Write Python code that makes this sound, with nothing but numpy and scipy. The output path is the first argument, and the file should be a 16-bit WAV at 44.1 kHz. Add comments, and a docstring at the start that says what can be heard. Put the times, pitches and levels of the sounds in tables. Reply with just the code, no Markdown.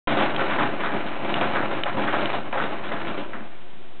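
"""A plastic exercise wheel turns in a wire cage as a small rodent runs in it, stopping after three seconds.
The axle rumbles in its bearing and makes the wheel and cage ring. The strides rock the loose wheel
into short rattles, with a few sharp ticks on top. The quiet room adds a short echo, soft hiss and hum.
A microphone about a metre away picks up little above four kilohertz."""
import sys
import numpy as np
from scipy import signal
from scipy.fft import rfft, irfft
from scipy.io import wavfile

SR = 44100
rng = np.random.default_rng(int(sys.argv[2]) if len(sys.argv) > 2 else 0)


def file_out(sig):
    """Save sig as 16-bit WAV at sys.argv[1]."""
    # one column per channel
    cols = np.atleast_2d(sig).T
    # limit, then scale
    lim = np.clip(cols, -1, 1)
    pcm = np.round(lim * 32767).astype(np.int16)
    wavfile.write(sys.argv[1], SR, pcm)


N = 176400
T = np.arange(N) / SR


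def axle_rumble():
    """The axle grinds in its bearing: thousands of tiny bumps a second blur into a rumble."""
    # how loud the rumble is over time: t/s, level/dB
    loudness = [(.08, -20.5), (.24, -22), (.33, -24), (.48, -23.5), (.66, -24), (.77, -28), (.98, -26),
                (1.1, -29.5), (1.22, -27.5), (1.35, -26), (1.52, -23.5), (1.7, -25), (1.82, -28),
                (1.94, -26.5), (2.03, -27), (2.24, -22), (2.37, -26.5), (2.45, -34), (2.52, -35),
                (2.72, -26.5), (2.81, -31.5), (3.02, -29.5), (3.2, -30), (3.29, -38), (3.4, -38.5),
                (3.6, -49.5), (4, -53)]
    # tone of the grinding, from low to high: f/Hz, level/dB
    grind_tone = [(40, -44.5), (70, -14.5), (120, -3.5), (200, -2), (320, 2), (460, -5), (600, 2.5),
                  (1000, -0.5), (1500, -3), (2000, -5.5), (2900, -7.5), (3300, -14), (3700, -15.5),
                  (4400, -6)]
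    grind = shape_tone(tiny_bumps(per_s=2500), grind_tone)
    bass = signal.sosfilt(signal.butter(1, 600, fs=SR, output="sos"), grind)
    treble = grind - bass
    tilt_db = 1.64 * wander(rate_hz=26)  # bass rises as treble falls, and back
    force = bass * from_db(tilt_db) + treble * from_db(-tilt_db)
    level_db = np.interp(T, *np.transpose(loudness)) + 1.64 * wander(rate_hz=35)
    return wheel_and_cage(force * from_db(level_db)) / rms(wheel_and_cage(grind))


def wheel_rattles():
    """The loose wheel rocks on its axle in bursts of bumps that start fast, hold, then fade."""
    # one row a rattle: t/s, cage thud/dB, drum knock/dB, rim clack/dB, scrape/dB, hold/s
    rattles = [(0.066, -31, -23.5, -27, -31.0, 0.066), (0.169, -33, -21.5, -24.5, -30.5, 0.066),
               (0.392, -32, -23, -24, -31.5, 0.023), (0.496, -41, -34, -25.0, -34.5, 0.047),
               (0.583, -28.5, -22.5, -21, -31.5, 0.05), (0.798, -37, -29, -26, -35, 0.01),
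               (0.834, -38.5, -25.0, -21, -34, 0.031), (0.923, -33.5, -29, -31.5, -44, 0.05),
               (1.065, -43.5, -38, -32.5, -34.0, 0.012), (1.247, -38.5, -29, -38.5, -35.5, 0.0066),
               (1.29, -33.5, -26, -32, -34, 0.0097), (1.353, -27.5, -26.5, -25.5, -34.5, 0.019),
               (1.409, -29.5, -22, -24, -31.5, 0.034), (1.559, -37, -24.5, -21, -37, 0.014),
               (1.611, -36, -22.5, -32, -38, 0.015), (1.709, -29, -28, -30, -36, 0.015),
               (1.855, -43, -26.5, -25, -37.5, 0.022), (1.968, -30, -24.5, -30, -36, 0.074),
               (2.069, -38, -32, -24, -33, 0.018), (2.124, -39.5, -22.5, -24.5, -33.5, 0.036),
               (2.205, -36, -36, -35, -36, 0.013), (2.327, -41.5, -25, -46.5, -35, 0.016),
               (2.528, -41.5, -22, -27, -40.5, 0.029), (2.574, -42.5, -27.5, -21.5, -38, 0.022),
               (2.61, -30, -24, -27, -33.5, 0.035), (2.713, -36, -28, -52, -47.5, 0.017),
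               (2.84, -35.5, -36, -31.5, -40.5, 0.036), (2.914, -31.5, -27, -26.5, -40.5, 0.031),
               (3.067, -30.5, -30.5, -31, -39.5, 0.032), (3.174, -34, -35.5, -45.5, -40, 0.025),
               (3.33, -36, -40, -32.5, -54, 0.018), (3.38, -39.5, -54, -40.5, -68, 0.025)]
    # thud, knock, clack and scrape: low f/Hz, high f/Hz, added level/dB, time to fade 60 dB/s, bump rate/Hz
    parts = [(138, 418, -1.5, 0.26, 1600), (504, 1022, -4.5, 0.24, 1900), (1080, 1935, -5, 0.25, 1400),
             (2000, 3800, -2, .13, 800)]
    rise_s, accent_s = 0.0022, 0.0018
    out = np.zeros(N)
    for part, (low_hz, high_hz, added_db, fade_s, per_s) in enumerate(parts):
        power = np.zeros(N)
        for start, *levels_db, hold_s in rattles:
            first = int(start * SR)
            age = T[:min(N - first, SR // 2)]
            shape = np.minimum(age / rise_s, 1) * fade(np.maximum(age - hold_s, 0), fade_s)
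            accent_db = 2.5 * np.exp(-age / accent_s)  # a rattle starts harder than it goes on
            strength = shape * from_db(levels_db[part] + added_db + accent_db)
            power[first:first + len(age)] += strength ** 2
        band = signal.butter(3, [low_hz, high_hz], "band", fs=SR, output="sos")
        chatter = signal.sosfilt(band, tiny_bumps(per_s))
        out += np.sqrt(power) * chatter / rms(wheel_and_cage(chatter))
    return wheel_and_cage(out)


def plastic_ticks():
    """Hard plastic takes a single tap and rings for a few dozen vibrations at most."""
    # one row a tap: t/s, level/dB, f/Hz
    taps = [(0.363, -12.5, 3200), (0.395, -16, 1540), (0.8, -20.5, 1460), (1.064, -25.5, 3160),
            (1.3409, -9.5, 2840), (1.412, -17, 2450), (1.5589, -12.5, 1550), (1.8354, -8.5, 3020),
            (1.8649, -17.5, 1270), (2.0789, -16.5, 1660), (2.132, -17.5, 2380), (2.1406, -11.5, 1260),
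            (2.257, -12, 3000), (2.527, -18.5, 2400), (2.535, -31, 875), (2.573, -21.5, 1890),
            (2.838, -24, 2520), (3.08, -23, 2500), (3.3334, -24, 1630)]
    # the tones in each tick: multiple of the tap's f, added level/dB, cycles to fade 60 dB
    tones = [(0.618, -19.5, 12), (0.822, -7.5, 16), (0.998, -4.5, 36), (1.202, -10, 32)]
    out, age = np.zeros(N), T[:SR // 20]
    for start, level_db, hz in taps:
        first = int(start * SR)
        for ratio, added_db, fade_cycles in tones:
            cycles = hz * ratio * age
            ring = np.sin(2 * np.pi * cycles) * fade(cycles, fade_cycles)
            out[first:first + len(age)] -= from_db(level_db + added_db) * ring
    return signal.sosfilt(signal.butter(2, 550, "high", fs=SR, output="sos"), out)


def wheel_and_cage(x):
    """When shaken, the wheel and cage ring at their own natural pitches."""
    # the pitches they ring at: f/Hz, boost/dB, width/Hz
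    resonances = [(117.3, 9, 12), (165.4, 3.5, 5.5), (214, 8, 16), (254, 4.5, 7.4), (295.2, 7.5, 14),
                  (339, 7.5, 4), (397.6, 7, 43), (538, 8, 17), (582, 3, 20), (680, 6, 11), (710, 2, 17),
                  (831, 6, 9.9), (920, -0.5, 12), (980, 3.5, 13), (1025, 4, 22), (1200, 2, 22),
                  (1359, 6.5, 14), (1500, 4, 24), (1786, 2, 11), (2330, 4, 59), (3740, 3, 17),
                  (3743, 3.5, 60)]
    for hz, boost_db, width_hz in resonances:
        tuning = -2 * np.cos(2 * np.pi * hz / SR)
        width = np.pi * width_hz / SR
        boosted = width * from_db(boost_db)
        x = signal.lfilter([1 + boosted, tuning, 1 - boosted], [1 + width, tuning, 1 - width], x + 1e-18)
    return x


def room_echo(x):
    """Nearby walls throw the sound back as a short, smooth tail that begins 4 ms later."""
    age = T[:SR // 2]
    tail = rng.standard_normal(len(age)) * fade(age, 0.71) * (age > .004)
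    return signal.fftconvolve(x, tail / np.sqrt(np.sum(tail ** 2)))[:N]


def room_noise():
    """The room has a soft hiss and a faint, slightly wavering hum."""
    # tone of the hiss: f/Hz, relative level/dB
    hiss_tone = [(40, -5.5), (90, -6), (140, -2.5), (400, -3.5), (700, -5.5), (1200, -9), (2200, -10.5),
                 (3800, -10.5)]
    # the tones in the hum: f/Hz, level/dB
    hum_tones = [(145, -63), (221, -60.5), (363, -58.5), (710, -61.5)]
    hiss = shape_tone(rng.standard_normal(N), hiss_tone)
    hiss = signal.sosfilt(signal.butter(4, 4900, fs=SR, output="sos"), hiss)
    hum = np.zeros(N)
    for hz, level_db in hum_tones:
        phase = 2 * np.pi * hz * T + 0.23 * wander(rate_hz=1)
        hum += from_db(level_db) * np.sqrt(2) * np.sin(phase)
    return from_db(-49.5) * hiss / rms(hiss) + hum


def from_db(db):
    """Turn decibels into a number to multiply by."""
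    return 10 ** (np.asarray(db) / 20)


def rms(x):
    """The typical size of a signal (root mean square)."""
    return np.sqrt(np.mean(x ** 2) + 1e-20)


def fade(age, length):
    """Die away to a thousandth (60 dB down) by the time age reaches length."""
    return np.exp(-np.log(1000) * age / length)


def wander(rate_hz):
    """A smooth random wobble of typical size 1; a higher rate makes it quicker."""
    step, warm_up = 40, 2000  # one point every 40 samples; the first 2000 points are dropped
    memory = np.exp(-2 * np.pi * rate_hz * step / SR)
    noise = rng.standard_normal(N // step + warm_up + 2)
    slow = signal.lfilter([1], [1, -2 * memory, memory * memory], noise)[warm_up:]
    return np.interp(np.arange(N) / step, np.arange(len(slow)), slow / rms(slow))


def tiny_bumps(per_s):
    """Clicks at random moments, up to 4 dB apart in strength, scaled to an rms of 1."""
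    sizes = from_db(np.minimum(rng.exponential(1, N), 4)) * rng.choice([-1, 1], N)
    clicks = sizes * (rng.random(N) < per_s / SR)
    return clicks / rms(clicks)


def shape_tone(x, points):
    """Turn low and high pitches up or down along a curve of (f/Hz, level/dB) points."""
    hz, db = np.transpose(points)
    size = 2 * N
    freqs = np.maximum(np.arange(N + 1) * SR / size, 1)
    gain = from_db(np.interp(np.log(freqs), np.log(hz), db))
    cepstrum = irfft(np.log(gain))
    cepstrum[1:N] *= 2  # using only this half, doubled, makes the filter ring after a click, never before
    response = np.exp(rfft(cepstrum[:N], size))
    return irfft(rfft(x, size) * response)[:N]


def scene():
    """The running wheel, its echo and the quiet room around it."""
    wheel = axle_rumble() + wheel_rattles() + plastic_ticks()
    return (wheel + from_db(-13) * room_echo(wheel) + room_noise())[None]


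def record(dry):
    """The microphone switches on just after the start, sits a little below zero and loses the high treble."""
    switch_on_s, offset = .072, -.057
    rolloff_hz, cutoff_hz = 3786, 4900
    picked_up = (dry + offset) * (T >= switch_on_s)
    dulled = signal.sosfilt(signal.butter(14, rolloff_hz, fs=SR, output="sos"), picked_up)
    return signal.sosfilt(signal.cheby2(14, 70, cutoff_hz, fs=SR, output="sos"), dulled)


dry = scene()
out = record(dry)
file_out(out)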